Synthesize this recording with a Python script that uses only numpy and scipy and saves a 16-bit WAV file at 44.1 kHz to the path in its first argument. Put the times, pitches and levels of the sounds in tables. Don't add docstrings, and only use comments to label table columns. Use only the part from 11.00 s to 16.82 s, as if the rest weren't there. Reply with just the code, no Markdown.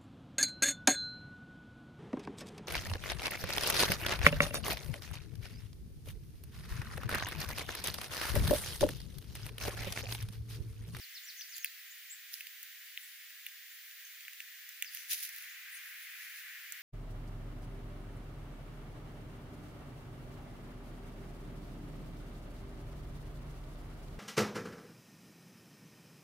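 import sys
import numpy as np
from scipy import signal
from scipy.fft import rfft, irfft, next_fast_len
from scipy.io import wavfile
from scipy.ndimage import map_coordinates

SR = 44100
rng = np.random.default_rng(int(sys.argv[2]) if len(sys.argv) > 2 else 0)


def transcribe(u):
    v = np.clip(np.atleast_2d(u).T, -1, 1)
    q = np.round(v * 32767).astype(np.int16)
    wavfile.write(sys.argv[1], SR, q)


N = 256662
TIME = np.arange(N) / SR

# (ratio to click pitch [1], spectral level [dB])
CLICK_SPECTRUM = [(0.402, -26), (.75, -10.5), (1, -2), (1.251, -13), (1.8, -24)]
# (frequency [Hz], spectral level [dB])
HUSK_SPECTRUM = [(3500, -40), (6000, -26), (9000, -10), (10500, -3), (12200, -9), (13300, -2), (14300, 3),
                 (15200, -3), (16000, -12)]
# (time [s], knock level [dB], knock pitch [Hz],
# knock decay time T60 [s], click level [dB], click pitch [Hz], husk level [dB])
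PECKS = [(0.4105, -41, 3250, .006, -56, 6300, -52), (0.566, -49.5, 2500, 0.0054, -54.5, 6660, -48.5),
         (.582, -51, 2990, 0.0054, -48.5, 5950, -43.5), (0.6458, -30.5, 2500, 0.0061, -49.5, 5570, -31.5),
         (0.6586, -43, 2410, 0.0066, -49.5, 6530, -47), (1.3343, -53, 2580, 0.0074, -53, 6000, -46),
         (1.3399, -51, 2580, 0.0077, -39, 5100, -43.5), (1.4079, -37, 2450, 0.0087, -55, 4800, -49.5),
         (1.4698, -41, 2800, 0.0042, -49, 4600, -47.5), (1.63, -57, 2400, .006, -51.5, 6800, -43),
         (1.9758, -33, 2910, 0.0016, -55.5, 7800, -49), (2.3063, -61, 2500, .005, -60.5, 6600, -55),
         (2.4654, -36.5, 2710, 0.0083, -61, 6600, -41.5), (2.487, -60, 2700, 0.0065, -55, 6750, -57),
         (2.9114, -51, 2600, .004, -55, 6000, -63), (3.208, -49.5, 2500, .005, -54, 6800, -58),
         (3.251, -47.5, 3100, .005, -61, 6000, -63), (3.2818, -39, 2140, .004, -58, 6560, -50),
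         (3.3327, -50, 2600, .007, -55.5, 6000, -52.5), (3.404, -37.5, 2640, 0.0046, -47.5, 6900, -51),
         (3.691, -55, 2020, .0058, -52.5, 6600, -46), (3.8242, -29, 2700, 0.0063, -38.5, 6760, -35),
         (3.8459, -42, 2440, 0.0049, -56, 6600, -52), (3.9488, -48, 2560, 0.0051, -53, 6600, -40),
         (3.9719, -44, 2580, 0.0069, -46.5, 5800, -48.5), (4.1106, -45, 2280, .006, -51, 6600, -44),
         (4.132, -49, 2670, .006, -42, 6630, -34.5), (4.2065, -51, 2280, 0.0045, -49, 7840, -48.5),
         (4.228, -53, 2540, 0.0053, -46.5, 5200, -40), (4.2344, -60, 2600, .005, -46.5, 6000, -40.5),
         (4.2424, -57, 2600, .005, -49, 5200, -43), (4.252, -55, 2500, .005, -54, 6000, -41.5),
         (4.291, -47, 1990, 0.01, -48, 5970, -47.5), (4.3477, -54, 2450, .006, -62, 6600, -48.5),
         (4.363, -56, 2500, .006, -55.5, 6200, -46.5), (4.384, -52, 2500, .006, -54, 5600, -47.5),
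         (4.424, -59, 2480, .006, -56, 6600, -49), (5.7224, -46, 2050, .008, -38, 8400, -43.5)]
def pecks():
    out = np.zeros((2, N))
    lead_s, rebound_s = .003, .0015
    t = np.arange(SR // 40) / SR - lead_s
    for s, knock_db, knock_hz, t60, click_db, click_hz, husk_db in PECKS:
        click_spectrum = [(ratio * click_hz, db) for ratio, db in CLICK_SPECTRUM]
        click = amp(click_db - 9) * snap(click_spectrum, t, t60=.009)
        husk = amp(husk_db - 6.5) * snap(HUSK_SPECTRUM, t, t60=.0052)
        wood = panned(amp(knock_db - 11) * knock(knock_hz, t60, t), pan_db=1.5)
        add(out, s - lead_s, wood + panned(click + husk, pan_db=-3.5))
        add(out, s - lead_s + rebound_s, amp(-20.5) * wood)
    return out

# (ratio to knock pitch [1], relative level [dB])
KNOCK_MODES = [(.74, -5.5), (0.901, -2), (1.051, 2), (1.26, -2)]
# (ratio to knock pitch [1], gain [dB])
KNOCK_BAND = [(.42, -32), (.56, -14), (.68, 0), (1.2, 0), (1.4, -8), (1.65, -26), (2.2, -50)]
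def knock(hz, t60, t):
    age = np.maximum(t, 0)
    modes = sum(amp(db + rng.standard_normal()) * np.sin(2 * np.pi * hz * ratio * age)
                for ratio, db in KNOCK_MODES)
    envelope = (1 - np.exp(-age / .0003)) * amp(-60 * age / t60)
    band = [(ratio * hz, db) for ratio, db in KNOCK_BAND]
    crunch = amp(-18) * snap(band, t, t60=.014)
    return unit(shaped(modes * envelope, band)) + crunch

# (frequency [Hz], spectral level [dB])
GRAVEL_SPECTRUM = [(600, -13.5), (1700, -13), (3500, -3.5), (4700, -4), (6500, -3), (8500, -13),
                   (9600, -4.5), (10700, 0.5), (11900, -4), (13200, -0.5), (14600, -2.5), (16000, -11)]
# (peak time [s], rise [s], fall [s], level [dB])
SCUFFS = [(.568, 0.017, .018, -50), (1.344, 0.021, 0.049, -53.5), (3.95, .024, 0.075, -52),
          (4.116, .015, .011, -38.5), (4.131, .009, .016, -37), (4.172, 0.025, 0.057, -46),
          (4.24, 0.015, 0.03, -46.5), (4.36, 0.077, 0.12, -56), (5.218, 0.031, 0.07, -56.5),
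          (5.379, 0.033, .027, -55)]
def scuffs(roughness):
    return roughness * strokes(SCUFFS) * noise(GRAVEL_SPECTRUM)

# (frequency [Hz], spectral level [dB])
WING_SPECTRUM = [(1000, -18), (1500, -4), (2000, 1.5), (3300, 1), (4000, -3), (4800, -1.5), (6600, 0),
                 (8500, -17), (16000, -31.5)]
# (peak time [s], rise [s], fall [s], level [dB])
WINGBEATS = [(4.117, 0.0057, 0.021, -44.5), (4.234, 0.011, 0.01, -56)]
def wingbeats(roughness):
    return roughness * strokes(WINGBEATS) * noise(WING_SPECTRUM)

# (time [s], duration [s], first pitch [Hz], last pitch [Hz], relative level [dB])
FALLS = [(.003, .045, 5860, 3950, -55), (.138, 0.047, 6230, 3480, -51.5), (.281, 0.028, 6030, 3660, -49.5),
         (.404, .024, 6160, 4050, -51), (.519, .033, 5920, 3990, -54), (.625, 0.053, 6260, 3670, -52.5),
         (3.85, 0.042, 5770, 4220, -54.5)]
def falling_notes():
    def contour(u, length, first_hz, last_hz):
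        return first_hz + (last_hz - first_hz) * u ** .95
    return whistles(FALLS, contour, depth_hz=50, jitter=.014, flutter_db=2.5)

# (time [s], duration [s], pitch [Hz], initial pitch offset [Hz], relative level [dB])
HOLDS = [(.259, 0.03, 5820, 98, -55.5), (.365, 0.048, 5790, 1450.5, -55), (.487, 0.036, 6050, 1201, -57.5),
         (.589, .045, 6550, -2.5, -56.5), (3.046, 0.011, 6380, 0.5, -54.5), (3.83, 0.023, 5970, 501.5, -60),
         (3.972, 0.027, 5850, 300, -57.5)]
def held_notes(settle_s=.014):
    def contour(u, length, hz, offset_hz):
        return hz + offset_hz * np.exp(-u * length / settle_s)
    return whistles(HOLDS, contour, depth_hz=40, jitter=.012, flutter_db=3)

# (time [s], duration [s], top pitch [Hz], relative level [dB])
CHIRPS = [(.231, 0.029, 7350, -56.5), (.55, .032, 7260, -54), (.902, 0.03, 7280, -57),
          (1.094, 0.049, 7810, -48.5), (2.025, 0.028, 8120, -60), (2.702, .021, 7320, -62.5),
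          (4.48, 0.071, 7140, -63), (4.752, 0.031, 6580, -61)]
def arched_chirps(peak=.76):
    def contour(u, length, top_hz):
        climb = .18 * np.abs(1 - u / peak) ** 1.9
        hook = .093 * np.abs((u - peak) / (1 - peak)) ** 3
        return top_hz * (1 - np.where(u < peak, climb, hook))
    return whistles(CHIRPS, contour, depth_hz=20, jitter=.006, flutter_db=1)

# (time [s], duration [s], pitch [Hz], relative level [dB])
BUZZES = [(4.712, 0.07, 9480, -55)]
def buzzy_call():
    return whistles(BUZZES, lambda u, length, hz: hz,
                    depth_hz=620, jitter=.045, flutter_db=2, vibrato_hz=201)

def whistles(notes, contour, depth_hz, jitter, flutter_db, vibrato_hz=180):
    out = np.zeros(N)
    waver = 1 + jitter * wobble(500)
    for s, length, *pitch, db in notes:
        u = np.linspace(0, 1, int(length * SR))
        vibrato = depth_hz * np.sin(2 * np.pi * vibrato_hz * length * u)
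        hz = contour(u, length, *pitch) * waver[int(s * SR):][:len(u)] + vibrato
        envelope = amp(db + 7.5) * np.abs(np.sin(np.pi * u ** 1.8)) ** .27
        add(out, s, envelope * np.sin(2 * np.pi * np.cumsum(hz) / SR))
    return out * unit(amp(flutter_db * wobble(260)))

def grit_ticks(per_second=70, ring_cycles=14):
    out, t = np.zeros((2, N)), np.arange(SR // 200) / SR
    for when, pitch, size, side in rng.random((int(per_second * N / SR), 4)):
        hz = 7500 * 2 ** (1.8 * (pitch - .5))
        envelope = amp(-56 + 12 * size ** 4 - 60 * t * hz / ring_cycles)
        ring = envelope * np.sin(2 * np.pi * hz * t)
        add(out, when * N / SR, panned(ring, pan_db=10 * (side - .5)))
    return out

# (frequency [Hz], spectral level [dB])
RUSTLE_SPECTRUM = [(7000, -25), (9500, -10.5), (10800, -2), (12300, -8.5), (13600, -5.5), (16000, -9.5)]
# (peak time [s], half width [s], level rise [dB])
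SPELLS = [(.97, 0.074, 2), (2.079, .2, 5), (3.0, 0.13, 4), (4.22, .17, 5.5), (5.05, 0.33, 5.5)]
def rustle():
    busy_db = sum(rise_db * np.exp(-((TIME - s) / width) ** 2) for s, width, rise_db in SPELLS)
    grains = unit(amp(2.5 * wobble(900) + 2 * wobble(25)))
    return panned(amp(-65.5 + busy_db) * grains * noise(RUSTLE_SPECTRUM), pan_db=-1)

# (frequency [Hz], spectral level [dB])
TRAFFIC_SPECTRUM = [(500, -7.5), (1000, -1.5), (1300, -4), (1850, 1.5), (2400, -2.5), (3300, -14.5),
                    (4200, -19), (6000, -38.5)]
def traffic(far_db=-64, near_db=-50.5, midpoint_s=3.9, approach_s=.55):
    nearness = (1 + np.tanh((TIME - midpoint_s) / approach_s)) / 2
    db = far_db + (near_db - far_db) * nearness
    return amp(db + .7 * wobble(10)) * noise(TRAFFIC_SPECTRUM)

# (frequency [Hz], spectral level [dB])
HISS_SPECTRUM = [(500, -6), (1000, 1), (1300, -5.5), (1900, 1.5), (2400, -3), (3600, -4), (4200, -6.5),
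                 (6400, -9), (8500, -12), (10900, -16), (12400, -16), (14000, -18), (16000, -19)]
def hiss():
    return amp(-53.5 + .35 * wobble(1.4)) * noise(HISS_SPECTRUM)

# (frequency [Hz], left minus right level [dB])
BALANCE = [(1300, 2.5), (2400, 1.5), (4400, 1.5), (8000, 0), (14000, -2)]
def background():
    return filtered(hiss() + traffic(), lambda hz: amp(along(BALANCE, hz) * [[.5], [-.5]]))

def garden(x, t60):
    t = np.arange(SR // 2) / SR
    build_up = 1 - np.exp(-t / .0027)
    tail = rng.standard_normal((2, len(t))) * amp(-60 * t / t60) * build_up
    return signal.fftconvolve(np.atleast_2d(x), tail / np.linalg.norm(tail[0]), axes=1)[:, :N]

# (frequency [Hz], correlation [1])
COHERENCE = [(1400, 0.76), (3100, 0.3), (7000, 0.061), (11000, 0.013), (15000, 0.15)]
def noise(spectrum):
    def response(hz):
        angle = np.arccos(along(COHERENCE, hz)) / 2
        return amp(along(spectrum, hz)) * [np.cos(angle), np.sin(angle)]
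    mid, side = filtered(rng.standard_normal((2, N)), response)
    return np.array([mid + side, mid - side]) / np.std(mid)

def snap(spectrum, t, t60):
    burst = rng.standard_normal(len(t)) + .5 * rng.standard_normal((2, len(t)))
    return unit(shaped(burst * (t >= 0) * amp(-60 * np.abs(t) / t60), spectrum))

def strokes(rows):
    return np.sqrt(sum(amp(db) ** 2 * np.exp(-((TIME - s) / np.where(TIME < s, rise, fall)) ** 2)
                       for s, rise, fall, db in rows))

def amp(db):
    return 10 ** (np.asarray(db) / 20)

def unit(x):
    return x / np.sqrt(np.mean(x ** 2) + 1e-20)

def along(points, hz):
    f, v = np.transpose(points)
    return np.interp(np.log(hz + 1), np.log(f + 1), v)

def wobble(rate):
    return map_coordinates(rng.standard_normal(int(N * rate / SR) + 4), [TIME * rate])

def filtered(x, response):
    n = x.shape[-1]
    m = next_fast_len(n + min(n, SR // 2))
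    return irfft(rfft(x, m) * response(np.fft.rfftfreq(m, 1 / SR)), m)[..., :n]

def shaped(x, spectrum):
    return filtered(x, lambda hz: amp(along(spectrum, hz)))

def panned(x, pan_db):
    return x * amp([[pan_db / 2], [-pan_db / 2]])

def from_right(x, lag_s):
    return filtered(x, lambda hz: np.exp(1j * np.pi * hz * lag_s * np.array([[-1], [1]])))

def add(track, s, x):
    i = max(0, round(s * SR))
    track[..., i:i + x.shape[-1]] += x[..., :N - i]

def scene():
    feeding = from_right(pecks(), lag_s=28e-6)
    roughness = unit(amp(2 * np.tanh(wobble(1400)) + 2 * np.tanh(2 * wobble(220))))
    feeding += scuffs(roughness) + wingbeats(roughness)
    falls, holds, chirps, buzz = falling_notes(), held_notes(), arched_chirps(), buzzy_call()
    calls = falls + holds + buzz + chirps
    far_calls = holds + buzz + amp(-3) * falls + amp(-6) * chirps
    near = feeding + amp(-13) * garden(feeding, t60=.018)
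    early = amp(-4.3) * calls + amp(-8.5) * garden(calls, t60=.011)
    scatter = amp(-7) * garden(far_calls, t60=.13)
    late = shaped(garden(far_calls, t60=.52), [(4500, -5), (6200, -3.5), (8000, -16.5)])
    return near + early + scatter + late + rustle() + grit_ticks() + background()

# (frequency [Hz], bandwidth [Hz], gain [dB])
HOUSING_MODES = [(2480, 96, 1.5), (2920, 120, 1.5), (4670, 120, 2.5), (5960, 34, 2.5), (6860, 48, 4.5),
                 (10520, 88, 4), (10670, 50, 5), (11500, 57, 3), (11000, 79, 3), (11700, 64, 4),
                 (12800, 88, 3), (13100, 170, 3)]
def housing(hz):
    return amp(sum(db / (1 + (2 * (hz - centre) / width) ** 2) for centre, width, db in HOUSING_MODES))

def record(dry):
    low_cut_hz, whine_hz, top_hz = 1561, 14835, 15850
    whine = amp(-58.6 + .6 * wobble(3)) * np.sqrt(2) * np.sin(2 * np.pi * whine_hz * TIME)
    bass_cut = signal.butter(7, low_cut_hz, "highpass", fs=SR, output="sos")
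    coloured = filtered(from_right(dry, lag_s=30e-6), housing)
    thinned = signal.sosfilt(bass_cut, coloured)
    return filtered(thinned + panned(whine, pan_db=-6.5), lambda hz: hz < top_hz)

dry = scene()
out = record(dry)
transcribe(out)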